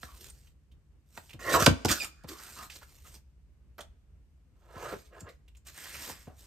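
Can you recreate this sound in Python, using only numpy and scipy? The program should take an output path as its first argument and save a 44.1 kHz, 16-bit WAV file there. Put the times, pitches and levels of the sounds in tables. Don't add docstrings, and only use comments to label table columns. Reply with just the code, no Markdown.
import sys
import numpy as np
from scipy import signal
from scipy.fft import rfft, irfft
from scipy.io import wavfile
from scipy.ndimage import uniform_filter1d

SR = 44100
rng = np.random.default_rng(int(sys.argv[2]) if len(sys.argv) > 2 else 0)


def waveform_to_disk(signal):
    frames = np.transpose(np.atleast_2d(signal))
    scaled = np.clip(frames, -1, 1) * 32767
    samples = np.round(scaled).astype(np.int16)
    wavfile.write(sys.argv[1], SR, samples)


N = 285238


def amp(db):
    return 10 ** (np.asarray(db) / 20)


def unit_rms(x):
    return x / np.sqrt(np.mean(x ** 2) + 1e-20)


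def curves(tables):
    t = np.arange(N) / SR
    times_s, *columns = np.transpose(np.vstack(tables))
    gate = sum((t >= rows[0][0]) * (t < rows[-1][0]) for rows in tables)
    return [np.interp(t, times_s, c) for c in columns], uniform_filter1d(gate * 1., size=200)


def on_bins(points):
    bin_hz = np.maximum(np.arange(N // 2 + 1) * SR / N, 1)
    hz, values = np.transpose(points)
    return np.interp(np.log(bin_hz), np.log(hz), values)


def colour(x, spectrum):
    return irfft(rfft(x) * amp(on_bins(spectrum)), N)


def drift(rate_hz):
    r = np.exp(-2 * np.pi * rate_hz / SR)
    return unit_rms(signal.lfilter([1], [1, -2 * r, r * r], rng.standard_normal(N + SR))[SR:])


def grains(per_s, spread_db, clump_db):
    sizes = amp(spread_db * np.minimum(rng.exponential(1, N), 5)) * rng.choice([-1, 1], N)
    fires = rng.random(N) < per_s / SR
    return sizes * fires * amp(clump_db * (drift(36) + drift(210)))


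def patchy(x, patch_db):
    _, _, spectra = signal.stft(x, nperseg=512)
    patches = uniform_filter1d(rng.standard_normal(spectra.shape), size=4, axis=0)
    patches = unit_rms(uniform_filter1d(patches, size=6, axis=1))
    _, out = signal.istft(spectra * amp(patch_db * patches), nperseg=512)
    return unit_rms(out[:N])


def ring(x, modes):
    out = 0
    for k, (hz, db, t60_s) in enumerate(modes):
        r, w = amp(-60 / (t60_s * SR)), 2 * np.pi * hz / SR
        mode = signal.lfilter([0, amp(db) * np.sin(w)], [1, -2 * r * np.cos(w), r * r], x + 1e-18)
        out = out + (-1) ** k * mode
    return out


def resonance(hz, width_hz):
    r = np.exp(-np.pi * width_hz / SR)
    return (1 - r * r) / 2 * np.array([1, 0, -1]), [1, -2 * r * np.cos(2 * np.pi * hz / SR), r * r]


def moving_peak(x, hz, width_hz):
    out, state = np.zeros(N), np.zeros(2)
    for i in range(0, N, 256):
        b, a = resonance(hz[i], width_hz[i])
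        out[i:i + 256], state = signal.lfilter(b / np.sqrt(width_hz[i]), a, x[i:i + 256], zi=state)
    return unit_rms(out)


def add(out, start_s, sound):
    i = round(start_s * SR)
    out[i:i + len(sound)] += sound[:N - i]


# t/s, level/dB
SHEET_MOVES = [
    [(0.0, -64.5), (0.034, -50.5), (0.072, -59.5), (0.246, -54), (0.297, -55.5), (0.302, -68), (0.344, -66),
     (0.484, -69.5), (0.56, -96)],
    [(1.06, -80.5), (1.166, -58), (1.176, -47), (1.2, -63), (1.288, -63.5), (1.296, -59), (1.342, -71),
     (1.386, -82), (1.39, -78)],
    [(2.27, -72.5), (2.288, -44.5), (2.368, -60), (2.386, -50.5), (2.502, -53.5), (2.588, -47.5),
     (2.614, -53.5), (2.644, -46.5), (2.69, -65.5)],
    [(2.69, -68), (2.698, -75), (2.764, -50), (2.792, -62.5), (3.022, -64.5), (3.076, -53.5),
     (3.114, -63.5), (3.146, -51.5), (3.24, -97)],
    [(5.65, -65), (5.674, -50), (5.732, -60), (5.78, -50), (6.1, -42), (6.13, -51), (6.338, -76),
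     (6.398, -56.5), (6.46, -61)],
]
# f/Hz, level/dB
SHEET_SPECTRUM = [(150, -2), (380, -4.5), (800, -8.5), (2000, -8.5), (4000, -6), (7000, -5), (9000, -4),
                  (10300, -15), (12300, -3.5), (16000, -11.5)]
# t/s, length/s, level/dB, f/Hz
BRIEF_TONES = [(0.055, 0.15, -61, 1110), (0.168, 0.14, -64, 388), (2.269, 0.18, -55.5, 1160),
               (2.284, 0.087, -48, 342), (2.365, 0.23, -57.5, 1400), (2.559, 0.13, -49, 1180),
               (2.696, 0.062, -50.5, 2940), (2.81, 0.038, -60, 1407), (3.045, 0.046, -60, 1220),
               (5.661, 0.074, -59, 1870), (5.743, 0.56, -53, 1830), (6.032, 0.16, -57.5, 1140)]


def paper_handling():
    (hiss_db,), gate = curves(SHEET_MOVES)
    friction = colour(grains(7000, spread_db=3, clump_db=1.5), SHEET_SPECTRUM)
    out = gate * amp(hiss_db) * patchy(friction, patch_db=2.5)
    fibres = grains(12000, spread_db=1.5, clump_db=.8)
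    for start_s, length_s, db, hz in BRIEF_TONES:
        progress = np.linspace(0, 1, round(length_s * SR))
        swell = np.sin(np.pi * progress ** .54)
        width_hz = max(210 * (hz / 1200) ** 3.5, 45)
        drive = fibres[round(start_s * SR):][:len(swell)]
        tone = unit_rms(signal.lfilter(*resonance(hz, width_hz), drive))
        add(out, start_s, amp(db) * swell * tone)
    return out


# f/Hz, level/dB
RUMBLE_SPECTRUM = [(12, -59.5), (20, -27.5), (35, -10), (59, -4.5), (73, -8), (96, -19.5), (144, -20),
                   (166, -25), (736, -47.5), (3000, -55), (3900, -94), (6600, -120)]
# f/Hz, coherence/1
RUMBLE_COHERENCE = [(50, 1), (150, 0.5), (400, 0.93), (2000, 0.28), (9000, 0.41)]


def rumble(rest_db=-57, shake_db=-28, smooth_s=.08):
    (_, load_db), gate = curves(RUB_STROKES)
    shake = uniform_filter1d(gate * amp(shake_db + load_db), size=round(smooth_s * SR))
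    mid, side = rfft(rng.standard_normal((2, N))) * amp(on_bins(RUMBLE_SPECTRUM))
    coherence = np.clip(on_bins(RUMBLE_COHERENCE), 0, 1)
    stereo = irfft(np.sqrt(1 + coherence) * mid + np.sqrt(1 - coherence) * side * [[1], [-1]], N)
    return np.hypot(amp(rest_db), shake) * amp(1.5 * drift(6)) * unit_rms(stereo)


# t/s, relative crack level/dB, relative thump level/dB, crack t60/s, f/Hz
BLOWS = [(0.031, -27.5, -47, 0.035, 1470), (1.175, -26, -52, 0.03, 975), (1.342, -38.5, -64, 0.14, 88),
         (1.544, -21, -35, .04, 1080), (1.617, -42, -24.5, .03, 140), (1.661, -5.5, -50, 0.035, 5180),
         (1.6637, -4.5, -55, 0.03, 2964), (1.665, -1.5, -20.5, 0.03, 1520), (1.668, -16, -25, .05, 503),
         (1.672, -16, -13, 0.063, 330), (1.703, -26, -20, .05, 88.6), (1.8485, -15, -42.5, 0.019, 5260),
         (1.851, -10, -25, 0.032, 300), (1.856, -15, -42.5, 0.024, 5560), (2.236, -48, -51.5, 0.038, 4740),
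         (2.242, -39.5, -43, 0.066, 1026), (3.782, -36.5, -66, 0.04, 1302),
         (3.7885, -33, -68.5, 0.032, 1380), (3.791, -36.5, -65, 0.15, 678),
         (3.806, -36.5, -57.5, 0.081, 3445), (4.757, -58, -44, 0.05, 100), (4.923, -35, -59, 0.029, 1300),
         (4.926, -28.5, -49, 0.12, 420), (4.936, -25, -68, 0.057, 485), (4.955, -43, -50, 0.041, 514),
         (5.213, -48, -49, 0.021, 1516), (5.222, -58, -40, .05, 59.4), (6.098, -34, -47.5, 0.043, 856),
         (6.271, -44.5, -42, 0.26, 700)]
# f/Hz, level/dB
RATTLE_SPECTRUM = [(300, 2), (800, 0), (1600, -3), (3000, -7), (5500, -8), (9000, -8.5), (12200, -9),
                   (16000, -15)]
# f/Hz, level/dB, t60/s
BASE_MODES = [(69, -8, 0.2), (92, -2, 0.125), (150, 1, 0.06), (252, -3, 0.085), (315, -11, .07),
              (345, -8, 0.042), (440, -9, 0.055), (503, -6.5, 0.06), (660, -5, 0.03)]


def knocks(hollow_hz=999, width_ratio=.16, min_push_s=.00077, push_cycles=.27):
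    cracks, pushes, t = np.zeros(N), np.zeros(N), np.arange(SR // 4) / SR
    rattles = unit_rms(colour(grains(9000, spread_db=2.5, clump_db=.5), RATTLE_SPECTRUM))
    attack = 1 - np.exp(-t / .0004)
    for k, (start_s, crack_db, thump_db, t60_s, hz) in enumerate(BLOWS):
        rattle = np.roll(rattles, -k * len(t))[:len(t)]
        band = signal.butter(2, [hz / 3, min(3.4 * hz, 15000)], "band", fs=SR)
        broad = unit_rms(signal.lfilter(*band, rattle))
        hollow = unit_rms(signal.lfilter(*resonance(hz, width_ratio * hz), rattle))
        crack = broad + (.5 + hollow_hz / hz) * hollow + amp(-14) * rattle
        crack /= crack[:300].std()
        cavity_tone = amp(1.5) * np.sin(2 * np.pi * hz * t) * np.exp(-width_ratio * hz * t)
        strike = amp(-60 * t / t60_s) * (crack + cavity_tone)
        tail = amp(-28 - 60 * t / .073) * broad
        add(cracks, start_s, amp(crack_db - 8) * (strike + tail) * attack)
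        push_s = max(min_push_s, push_cycles / hz)
        push = np.hanning(round(push_s * SR))
        add(pushes, start_s + .002, amp(thump_db + 2.5) * push / push.sum())
    return cracks + ring(pushes, BASE_MODES)


# t/s, relative level/dB, f/Hz
SMALL_TICKS = [(0.2994, -28, 8600), (0.4708, -46, 2720), (0.716, -49, 3100), (1.1684, -38, 1370),
               (1.294, -34, 2920), (1.307, -32, 2680), (1.332, -30.5, 2740), (1.883, -22, 4930),
               (1.988, -28, 8420), (2.2885, -26.5, 4600), (2.386, -33, 4740), (2.471, -37, 1500),
               (2.628, -27, 1280), (2.7, -27.5, 2540), (2.759, -29, 4160), (2.8205, -37, 896),
               (2.829, -34.5, 1400), (3.043, -56.5, 3000), (3.069, -39, 7160), (3.1485, -39.5, 5543),
               (3.781, -36, 12260), (3.792, -40, 6540), (3.8057, -33, 8670), (5.2056, -30.5, 7150),
               (5.289, -37.5, 4010), (5.4796, -43, 2820), (5.5495, -45.5, 2720), (5.5688, -40.5, 7400),
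               (5.669, -30.5, 8340), (5.7513, -39, 1850), (5.7802, -29.5, 1720), (5.857, -30.5, 1770),
               (5.866, -32, 1510), (5.944, -27, 2330), (5.949, -27.5, 2440), (5.953, -31.5, 1340)]


def small_ticks(ref_t60_s=.037, ref_db=-31, click_db=-10.5, click_cycles=25):
    out, t = np.zeros(N), np.arange(SR // 5) / SR
    for start_s, db, hz in SMALL_TICKS:
        t60_s = ref_t60_s * amp(.19 * (ref_db - db))
        noise = rng.standard_normal(len(t))
        burst = .52 * noise + 2.9 * signal.lfilter(*resonance(hz, width_hz=600), noise)
        envelope = amp(-60 * t / t60_s) * (1 - np.exp(-t / (.07 * t60_s)))
        click = amp(click_db - 60 * t * hz / click_cycles) * np.sin(2 * np.pi * hz * t)
        add(out, start_s, amp(db - 9) * burst * envelope + amp(db) * ref_t60_s / t60_s * click)
    return out


# t/s, hiss/dB, body load/dB
RUB_STROKES = [
    [(1.392, -58, -51.5), (1.404, -53.5, -52.5), (1.478, -40, -38.5), (1.484, -43.5, -37.5),
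     (1.539, -32, -29.5), (1.55, -27.5, -24), (1.578, -42, -33.5), (1.608, -32.5, -29.5), (1.618, -30, -34),
     (1.624, -28, -24), (1.634, -28.5, -27.5), (1.642, -27, -59), (1.66, -44, -54)],
    [(1.881, -49.5, -60), (1.886, -26.5, -60), (1.9, -24.5, -26), (1.928, -28, -36.5), (1.944, -39.5, -49),
     (1.984, -42.5, -45), (2.012, -44, -82), (2.048, -38.5, -48.5), (2.112, -76.5, -78),
     (2.18, -88.5, -72.5), (2.236, -86, -63.5)],
    [(4.55, -90.5, -80), (4.604, -79.5, -79.5), (4.66, -78, -67), (4.782, -57.5, -46.5),
     (4.796, -54.5, -46), (4.832, -51, -42), (4.918, -54, -43.5), (4.924, -54.5, -41),
     (5.014, -61.5, -90.5), (5.074, -69, -81), (5.1, -75.5, -82.5)],
    [(5.1, -80, -83.5), (5.114, -83, -64), (5.134, -74.5, -53.5), (5.165, -67, -52.5), (5.19, -72.5, -52),
     (5.199, -56.5, -59), (5.217, -62, -59.5), (5.254, -92, -61), (5.274, -78, -47), (5.296, -64.5, -52.5),
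     (5.37, -83.5, -86), (5.388, -102, -96.5), (5.4, -90, -84)],
]
# arm ring/dB, blade tone/dB, base rumble/dB, blade resonance width/Hz
STROKE_MIX = [(-2.5, -1.5, 0, 280), (-11.5, -0.46, -18.5, 350), (-13.5, -0.5, -4, 990), (-9, -2.5, -3, 900)]
# t/s, f/Hz
BLADE_PITCH = [
    [(1.392, 1830), (1.475, 1930), (1.5, 1780), (1.53, 1780), (1.545, 1290), (1.556, 1050), (1.605, 1120),
     (1.628, 1430), (1.656, 1630)],
    [(1.878, 3000), (1.888, 2240), (1.902, 1190), (1.92, 1490), (1.95, 1460), (2.07, 1240), (2.236, 1500)],
    [(4.55, 1000), (4.82, 950), (4.85, 1115), (5.1, 1496)],
    [(5.1, 1000), (5.135, 1700), (5.17, 1000), (5.2, 1300), (5.26, 800), (5.29, 2050), (5.4, 1200)],
]
# f/Hz, level/dB
EDGE_SPECTRUM = [(300, 0), (1000, -12.5), (2500, -3.5), (4000, -4.5), (6000, -4.5), (9000, -5.5),
                 (10300, -18), (12200, -5), (16000, -15.5)]
# f/Hz, level/dB, t60/s
ARM_MODES = [(1080, 0, .05), (1205, -4, .04), (1345, -2, .04), (1450, -4, .04), (1680, -5, .035),
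             (1970, -7, .03), (2740, -10, .03)]


def rubbing():
    (hiss_db, load_db), gate = curves(RUB_STROKES)
    held_mix = [[(rows[0][0], *mix), (rows[-1][0], *mix)] for rows, mix in zip(RUB_STROKES, STROKE_MIX)]
    (arm_db, blade_db, base_db, width_hz), _ = curves(held_mix)
    (blade_hz,), _ = curves(BLADE_PITCH)
    slips = grains(5000, spread_db=1.4, clump_db=1.85)
    edge = colour(grains(9000, spread_db=3, clump_db=1.6), EDGE_SPECTRUM)
    hiss = patchy(edge, patch_db=3)
    arm = unit_rms(ring(slips, ARM_MODES))
    blade = moving_peak(moving_peak(slips, blade_hz, width_hz), blade_hz, width_hz)
    base = unit_rms(ring(slips, BASE_MODES[5:])) + amp(-13) * unit_rms(ring(slips, BASE_MODES[:3]))
    body = amp(arm_db) * arm + amp(blade_db) * blade + amp(base_db) * base
    return gate * (amp(hiss_db) * hiss + amp(load_db) * body)


# t/s, f/Hz, level/dB
SQUEAK_CONTOUR = [(1.996, 2710, -48), (2.002, 2655, -29), (2.009, 2497, -27), (2.021, 2360, -21.5),
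                  (2.028, 2500, -35.5), (2.045, 2834, -52.5)]
# multiple/1, relative level/dB
SQUEAK_HARMONICS = [(1, -7.5), (2, -12), (3, -16)]


def pivot_squeak():
    (hz, db), gate = curves([SQUEAK_CONTOUR])
    phase = 2 * np.pi * np.cumsum(hz * (1 + .012 * drift(400))) / SR
    tone = sum(amp(harmonic_db) * np.sin(k * phase) for k, harmonic_db in SQUEAK_HARMONICS)
    return gate * amp(db + 2 * drift(270)) * tone


def room_echo(x, low_t60_s=.15, treble_t60_s=.14, late_t60_s=.6):
    t = np.arange(SR // 2) / SR
    noise = rng.standard_normal((2, len(t)))
    low = signal.lfilter(*signal.butter(1, 2500, fs=SR), noise)
    early = low * amp(-60 * t / low_t60_s) + (noise - low) * amp(-60 * t / treble_t60_s)
    early *= 1 - np.exp(-t / .0081)
    late = signal.lfilter(*signal.butter(1, 7000, fs=SR), rng.standard_normal(noise.shape))
    late *= amp(-21 - 60 * t / late_t60_s)
    echoes = signal.lfilter(*signal.butter(3, 200, "high", fs=SR), early + late)
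    echoes /= np.sqrt(np.sum(echoes ** 2) / 2)
    return signal.fftconvolve(x[None], echoes, axes=1)[:, :N]


# f/Hz, left minus right/dB
PORT_BALANCE = [(60, -.2), (150, 2.5), (300, 0), (600, .5), (1400, -1.5), (2800, -3), (5600, -3.5),
                (9000, 0)]
# f/Hz, left lead/rad
PORT_PHASE = [(100, .1), (300, .7), (500, -.3), (1700, -.4), (2600, -1.0), (6500, -.5), (8000, -1.0),
              (8800, 0), (16000, 0)]
# t/s, left minus right/dB
HAND_PAN = [(0, -2), (1.6, -2.5), (3, -0.5), (4.5, -3), (6.47, 0.5)]


def direct_sound(x):
    half = amp(on_bins(PORT_BALANCE) / 2) * np.exp(.5j * on_bins(PORT_PHASE))
    stereo = irfft(rfft(x) * np.array([half, 1 / half]), N)
    (pan_db,), _ = curves([HAND_PAN])
    shaded = signal.sosfilt(signal.butter(2, 400, "high", fs=SR, output="sos"), stereo)
    return stereo + (amp(pan_db / 2 * [[1], [-1]]) - 1) * shaded


# f/Hz, level/dB
MIC_SPECTRUM = [(500, -4.5), (2000, -2), (6000, -4.5), (9000, -4.5), (12500, -5.5), (14000, -21.5)]


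def mic_hiss(level_db=-83):
    return amp(level_db) * unit_rms(colour(rng.standard_normal((2, N)), MIC_SPECTRUM))


def treble_turn(x, from_hz=8800, half_turn_hz=3400, antiphase_db=-5):
    hz, spectrum = np.arange(N // 2 + 1) * SR / N, rfft(x)
    share = .9 * np.clip((hz - from_hz) / 600 + 1, 0, 1)
    blended = share * spectrum.mean(axis=0) + (1 - share) * spectrum
    angle = np.pi * np.maximum(hz - from_hz, 0) / half_turn_hz
    turn = np.cos(angle) + 1j * amp(antiphase_db) * np.sin(angle) * [[1], [-1]]
    return irfft(blended * turn, N)


def scene():
    desk = paper_handling() + rubbing() + knocks() + small_ticks() + pivot_squeak()
    return direct_sound(desk) + mic_hiss() + amp(-7) * room_echo(desk) + rumble()


def record(dry):
    low_cut = signal.butter(3, 45, "high", fs=SR, output="sos")
    top_cut = signal.cheby2(12, 70, 16500, fs=SR, output="sos")
    return signal.sosfilt(top_cut, signal.sosfilt(low_cut, treble_turn(dry)))


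dry = scene()
out = record(dry)
waveform_to_disk(out)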